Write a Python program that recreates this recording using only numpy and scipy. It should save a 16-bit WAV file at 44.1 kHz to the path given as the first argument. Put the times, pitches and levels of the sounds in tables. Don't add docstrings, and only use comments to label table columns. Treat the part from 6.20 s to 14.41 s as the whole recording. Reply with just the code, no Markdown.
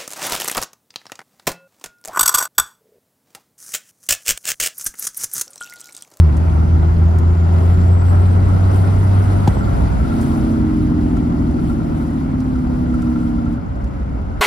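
import sys
import numpy as np
from scipy import signal
from scipy.io import wavfile
from scipy.ndimage import uniform_filter1d, map_coordinates

SR = 44100
rng = np.random.default_rng(int(sys.argv[2]) if len(sys.argv) > 2 else 0)


def store_pcm(level_fs):
    pcm = np.round(np.clip(level_fs, -1, 1) * 32767).astype(np.int16)
    wavfile.write(sys.argv[1], SR, np.atleast_2d(pcm).T)


def boost_factor(decibels):
    exponent = np.asarray(decibels, float) / 20
    return 10 ** exponent


N = 362061

# time_s, level_db
EFFORT = [(0, -2.5), (1.2, -2.5), (1.4, -0.5), (1.75, -2), (2.0, -.5), (2.6, 0), (3.2, .5), (4.1, -1.5),
          (4.3, -3), (4.7, -4.5), (5.7, -5), (6.35, -6.5), (6.75, -5), (7.33, -7), (7.45, -7.5), (8.21, -8)]
CLATTER_DB = -32.5
BRAKE_ON_S, BRAKE_BUILD_S, BRAKE_OFF_S, BRAKE_DUMP_S, BRAKE_DB = 3.72, 0.16, 7.34, 0.034, -0.5


def read(points, hz):
    point_hz, value = np.transpose(points)
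    return np.interp(np.log(hz + 1), np.log(point_hz + 1), value)


def over_time(rows, t):
    time_s, value = np.transpose(rows)
    return np.interp(t, time_s, value)


def swells(rows, t):
    return sum(db * np.exp(-((t - s) / half_s) ** 2) for s, half_s, db in rows)


def evened(x):
    return x / np.sqrt(np.mean(x ** 2) + 1e-20)


def wander(hz):
    knots = evened(rng.standard_normal(4000))
    steps = np.arange(0, N + 32, 32)
    curve = map_coordinates(knots, [steps / SR * hz * 2 + 3], order=3)
    return np.interp(np.arange(N), steps, curve)


def add(mix, s, sound):
    part = mix[..., round(s * SR):][..., :sound.shape[-1]]
    part += sound[..., :part.shape[-1]]


def noise(shape, size, patchy_db, flicker_db):
    # pitch_hz, likeness (held within 0 to 1)
    likeness = [(40, 1.7), (100, 0.53), (200, 0.73), (330, 0.17), (600, 0.68), (1100, 0.3641), (1550, 0.29),
                (2100, 0.28), (3000, 0.32), (4600, 0.56), (7500, 0.57), (8300, 0.6), (9800, 0.2),
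                (10700, 0.5), (12100, 0), (16000, -2)]
    # pitch_hz, lead_radians
    lead_curve = [(20, 0.5), (340, 0.15), (600, 2.5), (1050, 3), (1500, 2.5), (2100, 6.5), (3400, 7.5),
                  (4600, 7), (6700, 3.5), (7750, 5), (8300, 2.5), (8800, 3.5), (10500, -1), (13200, -1.5)]
    # pitch_hz, difference_db
    tilt_curve = [(100, -1), (300, 1), (600, 4), (1200, 2), (1800, -1.5), (2600, 2.5), (3800, 5),
                  (5500, 3.5), (8000, 0.5)]
    frames, hz = 4 * N // size + 5, np.fft.rfftfreq(size, 1 / SR)
    a, b, c, d, patches = rng.standard_normal((frames, len(hz), 5)).T
    patches = uniform_filter1d(patches, size=9, axis=0)
    patches = evened(uniform_filter1d(patches, size=9, axis=1))
    flicker = evened(uniform_filter1d(rng.standard_normal(frames), size=3))
    same = np.clip(read(likeness, hz), 0, 1)[:, None]
    delay = np.exp(-1j * read(lead_curve, hz))[:, None]
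    left = a + 1j * b
    right = (same * left + np.sqrt(1 - same ** 2) * (c + 1j * d)) * delay
    tilt = boost_factor(read(tilt_curve, hz) / 2)[:, None]
    level = boost_factor(read(shape, hz)[:, None] + patchy_db * patches + flicker_db * flicker)
    spectrum = np.array([left * tilt, right / tilt]) * level
    return evened(signal.istft(spectrum, nperseg=size, noverlap=3 * size // 4)[1][:, :N])


def back_pressure(t):
    build = 1 - np.exp(-(np.maximum(t - BRAKE_ON_S, 0) / BRAKE_BUILD_S) ** 2)
    dump = np.exp(-(np.maximum(t - BRAKE_OFF_S, 0) / BRAKE_DUMP_S) ** 2)
    return BRAKE_DB + 20 * np.log10(build * dump + 1e-4)


def road_rumble(t):
    # pitch_hz, level_db
    colour = [(11, -58.5), (18, -39), (47, -0.5), (65, -2.5), (184, -11.5), (253, -13), (287, -14),
              (343, -24.5), (429, -43.5), (466, -26.5), (500, -48), (650, -74.5), (1100, -120)]
    # time_s, half_length_s, change_db
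    bumps = [(0, 0.052, -24), (.4, 0.081, 0.5), (1.3, 0.19, -3.5), (1.78, 0.12, -2.5), (2.9, 0.068, -2.5),
             (3.13, 0.048, 2.5), (3.6, 0.24, 3.5), (4.55, 0.1, 0), (5.5, 0.23, 1.5), (5.88, 0.11, -4),
             (6.38, 0.056, -1), (6.65, .15, 1), (6.92, 0.081, -4)]
    level_db = -23.5 + 0.49 * over_time(EFFORT, t) + swells(bumps, t)
    return boost_factor(level_db + 4.5) * noise(colour, size=4096, patchy_db=0.5, flicker_db=0.26)


def air_gusts(t):
    # time_s, half_length_s, change_db
    gusts = [(0, 0.012, 4), (1.89, 0.035, 4), (2.56, 0.069, 6.5), (2.97, .04, 0.5), (3.04, 0.021, 4.5),
             (3.12, .03, 4), (4.03, 0.041, 0), (4.66, 0.025, 0), (5.5, 0.058, 3.5), (5.78, 0.033, 3.5),
             (7.33, .04, 1), (8.21, .02, 8)]
    return swells(gusts, t) + 1.5 * wander(hz=5.4)


def air_hiss(t, throb, gust_db):
    # pitch_hz, level_db
    hiss_colour = [(1800, -28.5), (2600, -2.5), (3100, -1), (3700, -3), (4600, -4), (5200, -4.5),
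                   (5700, -7.5), (6700, -6.5), (8000, -11), (9500, -17)]
    # pitch_hz, level_db
    fizz_colour = [(6500, -30), (8200, 0), (9500, -1), (11000, -3), (12400, -5), (13500, -7), (14000, -11),
                   (14800, -12), (15700, -11), (16000, -40)]
    effort_db = over_time(EFFORT, t)
    shut = boost_factor(back_pressure(t) - BRAKE_DB)
    hiss_db = -53.5 + 1.42 * effort_db + 0.27 * gust_db + 2.5 * shut
    fizz_db = -58 + 2.12 * effort_db + gust_db + 5 * shut
    hiss = boost_factor(hiss_db + 5.5) * throb * noise(hiss_colour, size=256, patchy_db=1.57, flicker_db=-0.1)
    fizz = boost_factor(fizz_db + 3.5) * noise(fizz_colour, size=256, patchy_db=1.8, flicker_db=0.3)
    return hiss + fizz


def trim_ticks():
    # time_s, peak_db, centre_hz, fade_s (time to fall 60 dB)
    creaks = [(.168, -37, 7000, .04), (.628, -50, 10000, .04), (.853, -46, 5000, .03),
              (.985, -37, 7000, .04), (1.462, -48, 10500, .04), (2.287, -44, 5000, .03),
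              (2.558, -43, 10500, .08), (3.2755, -24, 3500, .04), (3.992, -43, 5000, .03),
              (4.011, -40, 8000, .12), (4.174, -47, 10500, .03), (4.849, -50, 10500, .03),
              (4.968, -43, 5000, .04), (5.310, -48, 8000, .04), (5.498, -46, 5000, .04),
              (5.698, -49, 5000, .03), (6.203, -42, 5000, .04), (6.740, -47, 7000, .05),
              (6.820, -40, 6000, .04), (6.956, -50, 5000, .03), (7.322, -52, 10500, .05),
              (7.641, -47, 5500, .04), (8.015, -53, 4500, .03)]
    out, t = np.zeros((2, N)), np.arange(1500) / SR
    puffs = rng.standard_normal((len(creaks), 3, len(t)))
    for (s, peak_db, hz, fade_s), puff in zip(creaks, puffs):
        band = signal.butter(1, [.6 * hz, min(1.5 * hz, 15000)], "band", fs=SR)
        burst = evened(signal.lfilter(*band, puff[0] + .6 * puff[1:]))
        burst = burst * (1 - np.exp(-t / .0018))
        add(out, s - .001, boost_factor(peak_db - 60 * t / fade_s) * burst)
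    return out


def loose_panel(t):
    # pitch_hz, fade_s (time to fall 60 dB), taps_per_s, level_db against the clatter
    settings = (1354, 0.0558, 21.5, -8)
    # time_s, peak_db
    loud_taps = [(3.155, -30), (3.408, -26.5), (3.4217, -28), (3.474, -30), (3.649, -34), (3.846, -30),
                 (3.9237, -29.5), (4.1545, -38), (4.968, -31.5), (5.3862, -33), (5.497, -30.5), (5.6, -33),
                 (6.3535, -32.5), (6.7391, -28.5), (6.8264, -32), (6.958, -33), (7.0289, -35), (7.18, -36),
                 (7.2604, -35), (7.3796, -36), (8.0127, -43), (8.1743, -52)]
    hz, fade_s, taps_hz, share_db = settings
    chance_db = 2.0 * rng.exponential(1, N).clip(0, 3)
    taps = boost_factor(CLATTER_DB + over_time(EFFORT, t) + share_db + chance_db)
    taps = taps * (rng.random(N) < taps_hz / SR)
    for s, peak_db in loud_taps:
        add(taps, s, boost_factor(np.array([peak_db + 1.5])))
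    u = t[:3000]
    fade = boost_factor(-60 * u / fade_s)
    left = fade * (1 - np.exp(-u / 0.0027)) * np.sin(2 * np.pi * hz * u)
    right = fade * (1 - np.exp(-u / 0.0019)) * np.sin(2 * np.pi * hz * u - 1.6)
    return signal.oaconvolve(taps[None], np.array([left, right]), axes=1)[:, :N] * 2


def pedal():
    # pitch_hz, level_db, fade_s (time to fall 60 dB)
    modes = [(800, 0, .02), (920, -18, .012), (620, -5, .014), (430, -7, .02), (330, -7, .03),
             (1430, -24, .015)]
    # time_s, peak_db, thud_db
    hits = [
        (3.2751, -13, -30),
        (3.2763, -12, -40),
        (3.2785, -17, -2),
        (3.3692, -24, -30),
        (3.3715, -30, -8),
    ]
    out, t = np.zeros((2, N)), np.arange(3000) / SR
    ring = sum(boost_factor(db - 60 * t / fade_s) * np.sin(2 * np.pi * hz * t) for hz, db, fade_s in modes)
    ring = ring * (1 - np.exp(-t / .0003))
    angle = 2 * np.pi * 60 * t + 8.6 * (1 - np.exp(-t / .0075)) - .4
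    thud = boost_factor(-60 * t / .15) * np.cos(angle) * (1 - np.exp(-t / .0006))
    for s, peak_db, thud_db in hits:
        add(out, s, boost_factor(peak_db) * ring * boost_factor([[1.5], [-1.5]]) + boost_factor(thud_db) * thud)
    return out


def turbo(t):
    # time_s, pitch_hz
    whistle = [(0, 5750), (1.2, 7010), (2.0, 8060), (2.6, 8770), (2.93, 9240), (3.06, 9160), (3.2, 8650),
               (3.5, 7280), (3.9, 5600)]
    # pitch_hz, level_db
    duct = [(5600, -76), (6150, -68), (7100, -66.5), (7500, -62), (7800, -57), (8450, -63), (8850, -53),
            (9240, -54)]
    hz = uniform_filter1d(over_time(whistle, t), size=4000)
    level_db = read(duct, hz) - 1 + 3.5 * wander(hz=40)
    level_db = np.where(t > whistle[-1][0], -120, level_db)
    angle = 2 * np.pi * np.cumsum(hz * (1 + .0055 * wander(hz=90))) / SR
    right_lag = np.interp(hz, [7900, 8300], [1.0, 2.1])
    return np.sqrt(2) * boost_factor(level_db) * np.array([np.cos(angle), np.cos(angle - right_lag)])


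def engine_clatter(t, throb, gust_db):
    # pitch_hz, level_db
    colour = [(190, -21), (330, -14.5), (339, -7.5), (366, -7), (474, -15), (651, -9), (1050, -16),
              (1130, -19.5), (1360, -15.5), (1750, -28), (1990, -26.5), (2530, -35.5), (3050, -40.5),
              (3960, -62), (6710, -120)]
    level_db = CLATTER_DB + over_time(EFFORT, t) + 0.13 * gust_db
    return boost_factor(level_db + 5.0) * throb * noise(colour, size=1024, patchy_db=1.0, flicker_db=0.76)


def firing_rate(t):
    # time_s, firings_hz
    speed = [(0, 78.5), (.7, 82.1), (1.3, 85.6), (2.1, 91.2), (2.7, 95.6), (2.9, 96.3), (3.1, 96.4),
             (3.45, 97.9), (3.82, 91.1), (4.05, 91.8), (4.2, 90.4), (4.35, 90.7), (4.52, 88.3),
             (5.05, 83.5), (5.85, 76.6), (6.45, 71.8), (7.15, 67.4), (8.21, 62.8)]
    # start_s, swing_hz
    shudders = [
        (-.19, 13),
    ]
    firing_hz = uniform_filter1d(over_time(speed, t), size=2000)
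    for s, swing_hz in shudders:
        fade = np.exp(-(t - s) / .36)
        firing_hz = firing_hz - swing_hz * fade * np.sin(2 * np.pi * 4.0 * np.maximum(t - s, 0))
    return firing_hz


def engine_tones(t, cycles, firing_hz):
    # time_s, level_db
    load = [(0, -5), (.11, -15.5), (.3, -13.5), (1.0, -12), (1.74, -11), (3.1, -13), (3.3, -20),
            (3.39, -37), (3.46, -21)]
    # multiple_of_cycle, level_db against the drone
    pull_orders = [(6, 0), (8, -21), (9, -25), (10, -24), (11, -28), (12, -16.5), (18, -30), (24, -36)]
    # pitch_hz, level_db
    mounts = [(110, 0), (140, -2), (157, 6), (170, 3), (185, -3), (200, -1), (400, 0)]
    # multiple_of_cycle, level_db
    brake_orders = [(6, -17), (9, -21), (12, -25), (13, -35), (15, -28.5), (17, -34.5), (18, -36),
                    (19, -41), (20, -50), (21, -32), (23, -40), (24, -42), (27, -37), (29, -48), (30, -47),
                    (33, -50)]
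    # pitch_hz, level_db
    cab = [(100, -14.5), (135, -6.5), (155, -1), (175, -1), (190, -11), (222, 5.5), (240, 11.5), (258, 11),
           (275, 1.5), (310, 11.5), (330, -2), (362, 1), (400, -6)]
    # multiple_of_cycle, level_db
    gear_orders = [(25.7, -39), (42.8, -50), (51.3, -50)]
    # pitch_hz, level_db
    bulkhead = [(270, -6), (300, 0), (345, 4), (372, 2), (395, -7), (450, -10), (500, 0), (570, 0),
                (640, -12)]
    load_db = over_time(load, t) + 0.53 * wander(hz=6)
    load_db = load_db - 15.7 * np.clip((t - load[-1][0]) * 2, 0, 1)
    load_db = load_db + 8.0 * np.clip((t - BRAKE_OFF_S) * 10, 0, 1)
    pull = (pull_orders, load_db, mounts)
    brake = (brake_orders, back_pressure(t), cab)
    gears = (gear_orders, 0, bulkhead)
    out = np.zeros((2, N))
    for orders, drive_db, path in (pull, brake, gears):
        for order, db in orders:
            path_db = read(path, firing_hz * order / 6)
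            level = boost_factor(drive_db + db + path_db + .7 * wander(hz=9))
            angle = 2 * np.pi * (order * cycles + rng.random()) + .05 * wander(hz=7)
            pan_db = (-1) ** (order // 3) * min(order / 12, 1) ** 2 * 0.57
            lead = 0.073 + 0.0087 * order * (order % 2)
            left, right = boost_factor(pan_db) * np.cos(angle + lead), boost_factor(-pan_db) * np.cos(angle - lead)
            out += np.sqrt(2) * level * np.array([left, right])
    return out


def scene():
    t = np.arange(N) / SR
    firing_hz = firing_rate(t)
    cycles = np.cumsum(firing_hz) / SR / 6
    throb = 1 + 0.054 * np.cos(2 * np.pi * 3 * cycles) + 0.05 * np.cos(2 * np.pi * 6 * cycles)
    gust_db = air_gusts(t)
    background = road_rumble(t) + air_hiss(t, throb, gust_db) + trim_ticks() + loose_panel(t)
    engine = engine_clatter(t, throb, gust_db) + engine_tones(t, cycles, firing_hz)
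    return background + pedal() + turbo(t) + engine


def top_cut(x):
    return signal.sosfilt(signal.butter(12, 15800, fs=SR, output="sos"), x)


def record(dry):
    # part (0 sum, 1 difference), from_hz, to_hz, limit_db
    dropped = [(0, 7900, 9100, -85), (0, 12300, 12500, -82), (0, 12500, 12900, -72), (0, 12900, 14400, -70),
               (0, 14400, 15750, -86), (0, 15750, 22000, 0), (1, 10300, 11750, -70), (1, 13900, 15100, -86),
               (1, 15100, 22000, 0)]
    left, right = 1.67 * np.tanh(dry / 1.566)
    hz, _, z = signal.stft(np.array([left + right, left - right]) / 2, SR, nperseg=1024)
    for part, lo_hz, hi_hz, under_db in dropped:
        for start_hz in np.arange(lo_hz, hi_hz, 450):
            band = (hz >= start_hz) & (hz < min(start_hz + 450, hi_hz))
            power = uniform_filter1d((abs(z[part, band]) ** 2).mean(axis=0), size=3)
            slow_db = 10 * np.log10(uniform_filter1d(power, size=61) + 1e-14)
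            chance = evened(uniform_filter1d(rng.standard_normal(len(power)), size=5))
            limit_db = under_db + .82 * (slow_db - slow_db.mean()) + 4.0 * chance
            z[part, band] *= power > boost_factor(limit_db) ** 2
    mid, side = signal.istft(z, SR, nperseg=1024)[1][:, :N]
    return top_cut(np.array([mid + side, mid - side]))


dry = scene()
out = record(dry)
store_pcm(out)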